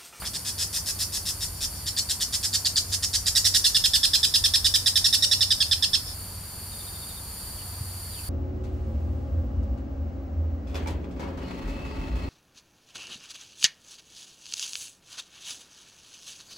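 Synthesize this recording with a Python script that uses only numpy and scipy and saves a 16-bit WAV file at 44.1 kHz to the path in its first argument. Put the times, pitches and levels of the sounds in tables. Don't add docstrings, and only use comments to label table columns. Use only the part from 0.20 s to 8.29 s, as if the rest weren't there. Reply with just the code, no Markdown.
import sys
import numpy as np
from scipy import signal
from scipy.fft import rfft, irfft, next_fast_len
from scipy.io import wavfile
from scipy.ndimage import uniform_filter1d

SR = 44100
rng = np.random.default_rng(int(sys.argv[2]) if len(sys.argv) > 2 else 0)


def transcribe(u):
    v = np.clip(np.atleast_2d(u).T, -1, 1)
    q = np.round(v * 32767).astype(np.int16)
    wavfile.write(sys.argv[1], SR, q)


N = 356769


def gain_of(db):
    return 10 ** (np.asarray(db) / 20)


def evened(x):
    return x / np.sqrt(np.mean(x ** 2) + 1e-20)


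def at(rows, x):
    xs, *columns = np.transpose(rows)
    return [np.interp(x, xs, column) for column in columns]


def follow(rows):
    return at(rows, np.arange(N) / SR)


def read(points, hz):
    point_hz, value = np.transpose(points)
    return np.interp(np.log(hz + 1), np.log(point_hz + 1), value)


def coloured(x, points):
    length = x.shape[-1]
    size = next_fast_len(length, True)
    gain = gain_of(read(points, np.fft.rfftfreq(size, 1 / SR)))
    return irfft(rfft(x, size) * gain, size)[..., :length]


def wander(size, hz):
    f = np.fft.rfftfreq(size + 4096, 1 / SR)
    spectrum = rfft(rng.standard_normal(size + 4096)) / (1 + (f / hz) ** 4)
    return evened(irfft(spectrum))[:size]


def add(mix, start_s, sound):
    part = mix[max(round(start_s * SR), 0):][:len(sound)]
    part += sound[:len(part)]


def diffuse(points):
    # frequency_hz, likeness (0-1)
    likeness = [(130, 1), (290, 1), (640, 0.78), (1400, 0.42), (3100, 0.8), (7000, 0), (10000, 0.53),
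                (13000, 0)]
    size = 2 * next_fast_len(N // 2 + 1, True)
    left, other = rfft(rng.standard_normal((2, size)))
    same = np.clip(read(likeness, np.fft.rfftfreq(size, 1 / SR)), -1, 1)
    right = same * left + np.sqrt(1 - same ** 2) * other
    return evened(coloured(irfft(np.array([left, right]))[:, :N], points))


def open_air(rumble_db=-42, hiss_db=-39.5, gust_db=1.5, gust_hz=4):
    # frequency_hz, relative_level_db
    rumble = [(15, -28), (30, -7), (50, -1.5), (72, 0), (100, -6), (125, -8.5), (175, -10.5), (300, -19),
              (480, -22), (950, -20.5), (1400, -23.5), (2400, -31.5), (6000, -28), (16000, -44)]
    high_hiss = [(2500, -19), (4150, -19), (4450, 1), (4780, -1), (5050, -18), (5500, -12), (6000, -38),
                 (6900, -7), (8300, -14), (9100, 0), (9750, -1), (11100, -10), (13500, -3.5), (15700, -22)]
    # time_s, swell_db
    swell = [(0, -4), (1.4, .5), (2, -2.5), (3.1, 1.5), (3.8, 0.5), (4.35, 0.5), (4.9, -4.5), (5.6, 2.5),
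             (6.4, -3), (8.09, 0)]
    air = gain_of(rumble_db) * diffuse(rumble)
    bass = coloured(air, [(80, 3.0), (160, -30), (400, -80)])
    swell_db, = follow(swell)
    air = air + bass * (gain_of(swell_db + gust_db * wander(N, gust_hz)) - 1)
    return air + gain_of(hiss_db + .5 * wander(N, 4.1)) * diffuse(high_hiss)


def far_engine(waver_hz=1.393, flicker_db=1.5):
    # time_s, firing_hz, level_db
    engine = [(.15, 95.8, -57), (.4, 94.7, -45.5), (1.5, 94.4, -45.5), (2.1, 95.2, -52.5),
              (2.41, 91.7, -41.5), (3.05, 93.6, -40.5), (4.0, 96, -52), (4.22, 89, -39.5),
              (4.55, 91.5, -42), (5.1, 92, -41), (5.65, 94, -46), (6.0, 93.4, -44.5), (6.47, 95.4, -46.5),
              (7.2, 95.4, -55), (7.42, 92.5, -42), (8.09, 93, -41)]
    # time_s, pitch_hz, level_db
    drone = [(0, 320.6, -65.5), (3.0, 283, -62.5), (5.6, 258.5, -64), (6.5, 246, -76)]
    # pitch_hz, level_db
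    engine_hum = [(51, -55.5), (71, -50.5)]
    out = np.zeros(N)
    for hz, db in [follow(engine), follow(drone), *engine_hum]:
        turns = np.cumsum(hz + waver_hz * wander(N, 6.6)) / SR
        tone = np.sqrt(2) * np.sin(2 * np.pi * turns)
        out += gain_of(db + flicker_db * wander(N, 6.9)) * tone
    return out


def picnic():
    # start_s, level_db (at the onset), centre_hz, width_octaves, decay_s
    knocks = [(.02, -36.5, 1190, 1.0, 0.02), (.041, -40.5, 1310, 1.0, 0.018),
              (6.891, -42, 9900, .6, 0.0028)]
    # start_s, level_db (envelope peak), pitch_hz, decay_s (the peak comes at half of this)
    bumps = [(4.21, -31.5, 64, 0.028), (4.43, -29, 66.2, 0.029), (7.07, -33, 66.6, 0.024),
             (7.609, -26.5, 110, 0.011)]
    out, t = np.zeros(N), np.arange(8192) / SR
    octaves = np.log2(np.fft.rfftfreq(len(t), 1 / SR) + 1)
    for start_s, db, hz, width, decay in knocks:
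        band = np.exp(-((octaves - np.log2(hz)) / width) ** 2 / 2)
        burst = evened(irfft(rfft(rng.standard_normal(len(t))) * band))
        add(out, start_s, gain_of(db) * burst * np.exp(-t / decay))
    for start_s, db, hz, decay in bumps:
        envelope = 2 * t / decay * np.exp(1 - 2 * t / decay)
        add(out, start_s, gain_of(db) * np.sin(2 * np.pi * hz * t) * envelope)
    return out


def voicing(s, level_db, stray=0.01034):
    # time_s, hoarseness (0 clear, 1 hoarse)
    hoarseness = [(0, 0.73), (.3, 1.05), (1.41, 0.91), (1.75, 0.63), (2.22, 0.83), (2.35, 0.63),
                  (2.56, 0.49), (2.72, 0.84), (3.06, .63), (3.15, 0.28), (3.34, 0.27), (3.55, 0.12),
                  (5.75, 0.07)]
    # time_s, pitch_hz
    pitch = [(0, 3503), (1.05, 3745), (1.7, 3637), (2.7, 3634), (3.24, 3865), (3.55, 3576), (4.35, 3622),
             (5.02, 3753), (5.3, 3578), (5.75, 3610)]
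    # hoarseness, lower_db, upper_db, rasp_db, interval (upper pitch over lower pitch)
    blend = [(.1, -4.5, -2, -10, 1.435), (.3, -5.5, -2.5, -4.5, 1.44), (.53, -9, 0.5, -8, 1.35),
             (.75, -7.5, -7, -2.5, 1.38), (.97, -11, -9.5, -1, 1.42)]
    # time_s, rasp_trim_db, treble_db
    rasp_level = [(.2, -2.5, -2), (.65, 2, 4), (1.2, -2, 3), (1.7, 0, 0.5), (2.9, 2, -2.5),
                  (3.15, 0.5, 2.5), (4.93, 0.5, 2.5), (5.3, -3, -1.5), (5.75, -4.5, -2)]
    hoarse, = at(hoarseness, s)
    hz, = at(pitch, s)
    low_db, high_db, rasp_db, interval = at(blend, hoarse)
    rasp_trim_db, top_db = at(rasp_level, s)
    low_hz, high_hz = hz * np.array([1, interval]) * (1 + stray * rng.standard_normal(2))
    rasp_db = level_db + rasp_db + rasp_trim_db
    return level_db + low_db, level_db + high_db, rasp_db, low_hz, high_hz, hoarse, top_db


def note(length, low_db, high_db, rasp_db, low_hz, high_hz, hoarse, top_db, fall=0.328, upper_lead=0.45,
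         pip_db=6, under_db=-18.5, growl_db=-10, strain_db=4):
    shape = [(0, .9, .25, .35, .35), (.2, 1, .4, .7, .65), (.5, 1.1, .7, .95, .95), (.72, 1.1, 1, 1.05, 1),
             (.9, .85, .9, .8, .85), (1.02, .25, .55, .2, .4), (1.16, 0, 0, 0, 0)]
    # frequency_hz, relative_level_db
    rasp_colour = [(900, -29.5), (1450, -14), (1800, -7), (2250, -15), (2700, -10), (4200, -1.5), (5400, 7),
                   (6150, -4), (6900, -0.5), (9000, -3), (10400, -5.5), (11300, -11), (13000, -10.5),
                   (16000, -27)]
    flutter_hz, flutter_depth = 146, .13
    t = np.arange(0, length * shape[-1][0], 1 / SR)
    u, hoarse = t / length, np.clip(hoarse, 0, 1)
    half_hoarse = 4 * hoarse * (1 - hoarse)
    beat = t * flutter_hz * (1 + .02 * rng.standard_normal())

    agility, pip_hz = 1 - hoarse ** 5, .92 * high_hz
    slide = 1 - agility * fall * np.clip((u - .62 - 0.06 * hoarse) / 0.429, 0, 1.15)
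    unrest = .006 + .03 * half_hoarse + .012 * np.clip(u, 0, 1) ** 3
    low_flutter = flutter_depth * (2 / np.pi - abs(np.sin(np.pi * beat)))
    high_flutter = .045 * agility * np.cos(2 * np.pi * (beat + upper_lead))
    low_unrest = (unrest + 0.048 * hoarse ** 2) * wander(len(t), 820)
    high_unrest = (unrest + 0.0098 * hoarse) * wander(len(t), 900)
    low_hz = low_hz * slide * (1 + low_flutter + low_unrest)
    high_hz = high_hz * slide * (1 + high_flutter + high_unrest)
    low, high = 2 * np.pi * np.cumsum([low_hz, high_hz], axis=1) / SR

    share, *strengths = np.transpose(shape)
    clean, clean_rasp, rough, rough_rasp = (np.interp(u, share, s) for s in strengths)
    pulses = 1 + .28 * np.cos(2 * np.pi * (beat - .3))

    catch = min(1.2 * half_hoarse ** 2, 1)
    onset = np.clip(t / .0008, 0, 1) * (1 - .75 * catch * np.exp(-(t / .0065) ** 6))
    pip_envelope = catch * np.exp(-((t - .002) / .0016) ** 2)
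    pip = gain_of(pip_db) * pip_envelope * np.sin(2 * np.pi * pip_hz * t)
    sweep = gain_of(catch * (9 * np.exp(-((u - .82) / .12) ** 2) - 4))
    body = evened(onset * ((1 - hoarse) * clean + hoarse * rough * pulses))

    lower = gain_of(low_db) * np.sin(low) * np.interp(u, [.6, .9], [1.1, .5])
    growl = gain_of(growl_db) * hoarse ** 4 * np.sin(high / 2)
    upper = gain_of(high_db - 1.5) * ((np.sin(high) * sweep + growl) * body + pip)
    under = gain_of(under_db + strain_db * catch) * np.sin(low / 2)
    octave = gain_of(-33 + 31.0 * catch) * np.sin(2 * low)
    sum_tone = gain_of(-15.5 + 4 * catch) * np.sin(high + low)
    partials = gain_of(low_db) * (under + octave + sum_tone) * np.interp(u, [.7, 1], [1, .3])

    hiss = coloured(rng.standard_normal(len(t)), rasp_colour)
    hiss = coloured(hiss, [(7500, 0), (12000, top_db)])
    rasp_strength = (1 - hoarse) * clean_rasp + hoarse * rough_rasp
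    rasp = evened(hiss * onset * rasp_strength * pulses)
    return np.sqrt(2) * ((lower + partials) * body + upper) + gain_of(rasp_db + 1.5) * rasp


def ground_bounce(x, strength=0.21, delay_s=.0009):
    shift = max(round(delay_s * rng.uniform(0.67, 0.87) * SR), 1)
    direct = np.pad(x, (0, shift))
    bounce = np.pad(coloured(x, [(4500, -17.5), (7500, 2.5)]), (shift, 0))
    return (direct + strength * bounce) / np.hypot(1, strength / 2)


def surroundings(x, echo_s=0.14, echo_db=-19):
    # frequency_hz, relative_level_db
    scatter = [(1800, -7), (3300, -6.5), (4300, -3.5), (5300, 0.5), (6100, 4.5), (7000, 1), (12000, 0.5)]
    # frequency_hz, t60_s
    scatter_t60 = [(1800, 0.29), (3400, 0.13), (5200, 0.17), (12000, 0.26)]
    size = SR * 3 // 5
    taps = rng.standard_normal((2, size)) * (rng.random((2, size)) < .15)
    hz, t, z = signal.stft(taps, SR, nperseg=128)
    t60 = np.maximum(read(scatter_t60, hz), .03)[:, None]
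    decay = gain_of(read(scatter, hz)[:, None] - 60 * t / t60)
    z = z * decay * np.sqrt(np.log(1e6) / t60 / SR)
    t = np.arange(size) / SR
    tail = signal.istft(z, SR, nperseg=128)[1][:, :size] / taps.std()
    tail = tail * np.clip((t - .002) / 0.0014, 0, 1)
    echo = coloured(taps, [(3000, -19), (5200, -5), (7000, -0.5), (12000, -48)])
    echo = echo * np.exp(-((t - echo_s - .01) / 0.043) ** 2)
    tail = tail + gain_of(echo_db) * echo / np.linalg.norm(echo[0])
    return signal.oaconvolve(x[None], tail, axes=1)[:, :N]


def scolding_bird(right_lag_s=.000011, count=5):
    # start_s, length_s (nominal; fades just past it), level_db (before the voice blend)
    notes = [(.046, 0.036, -32.5), (.133, 0.039, -32), (.249, 0.056, -31.5), (.38, 0.066, -30),
             (.528, 0.058, -32), (.659, 0.054, -33.5), (.788, 0.053, -31.5), (.922, 0.059, -33),
             (1.054, 0.056, -30.5), (1.206, 0.046, -31), (1.406, .051, -30), (1.659, 0.036, -30.5),
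             (1.765, .037, -26), (1.888, 0.036, -26.5), (2.0, .036, -27), (2.125, 0.036, -28),
             (2.228, .036, -28), (2.329, 0.035, -25), (2.4475, .03, -23.5), (2.558, 0.031, -22.5),
             (2.718, .036, -29), (2.824, 0.029, -27), (2.93, 0.036, -26), (3.059, 0.031, -23.1),
             (3.151, 0.033, -20.1), (3.244, 0.031, -20), (3.3395, 0.033, -18.5), (3.442, 0.028, -16.5),
             (3.546, .028, -17), (3.639, 0.025, -16.5), (3.734, .03, -17), (3.831, .026, -16.5),
             (3.9335, 0.026, -16.5), (4.03, 0.024, -16), (4.139, .025, -16.5), (4.239, 0.025, -17),
             (4.337, .024, -16.1), (4.444, .029, -18), (4.539, 0.024, -16.5), (4.6595, .024, -17.2),
             (4.756, 0.023, -16), (4.843, 0.025, -16), (4.927, .027, -17), (5.023, .027, -18),
             (5.1125, 0.026, -17), (5.207, 0.028, -18), (5.305, 0.023, -17.6), (5.403, .028, -19),
             (5.5115, .026, -18), (5.624, 0.026, -18.4), (5.732, .026, -19)]
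    # time_s, left_minus_right_db
    bearing = [(0, -0.5), (1.5, 1), (2.5, -2), (3.4, -4.5), (4.3, -4.5), (5.8, -6)]
    places = np.zeros((count, N))
    for k, (start_s, length, level_db) in enumerate(notes):
        sound = note(length, *voicing(start_s, level_db))
        add(places[k % count], start_s, ground_bounce(sound))
    dry = places.sum(0)
    pan_db, = follow(bearing)
    lag = np.exp(-2j * np.pi * np.fft.rfftfreq(N, 1 / SR) * right_lag_s)
    late = irfft(rfft(dry) * lag, N)
    sides = gain_of([pan_db / 2, -pan_db / 2])
    direct = np.array([dry, late]) * sides / np.sqrt((sides ** 2).mean(0))
    return direct + sum(surroundings(p) for p in places)


def chirp_run(count=7):
    start_s, gap_s, length_s = 6.512, .0742, 0.0339
    from_hz, to_hz, level_db = 3830, 3500, -48
    return [(start_s + k * gap_s, length_s, from_hz, to_hz, level_db) for k in range(count)]


def far_birds(wet_db=3, direct_db=-7, waver=0.01877):
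    # start_s, length_s, start_hz, end_hz, level_db (before the distance mix)
    far_calls = [(4.983, 0.21, 579, 569, -52), (5.246, .21, 577, 575, -58.5),
                 (7.066, 0.68, 4580, 4640, -55), (7.36, .07, 3610, 2610, -53), (7.44, .12, 717, 694, -53.5),
                 (7.848, 0.24, 4770, 4640, -52), (7.91, .11, 4430, 2200, -50.5)]
    dry = np.zeros(N)
    for start_s, length, start_hz, end_hz, db in [*far_calls, *chirp_run()]:
        size = int(length * SR)
        hz = np.geomspace(start_hz, end_hz, size) * (1 + waver * wander(size, 337))
        tone = np.sin(2 * np.pi * np.cumsum(hz) / SR)
        add(dry, start_s, gain_of(db) * evened(tone * signal.windows.tukey(size, .5)))
    return gain_of(direct_db) * dry + gain_of(wet_db) * surroundings(dry)


def scene():
    return open_air() + far_engine() + picnic() + scolding_bird() + far_birds()


def record(dry, limit_db=-16.5, squeeze=1.0, edge_hz=15750):
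    power = uniform_filter1d((dry ** 2).mean(0), size=88)
    over_db = np.maximum(10 * np.log10(abs(power) + 1e-12) - limit_db, 0)
    cut_db = np.clip(squeeze, 0, 1) * uniform_filter1d(over_db, size=44)
    held = dry / gain_of(cut_db)
    low_pass = signal.firwin(511, edge_hz, window=("kaiser", 9), fs=SR)
    return signal.oaconvolve(held, low_pass[None], "same")


dry = scene()
out = record(dry)
transcribe(out)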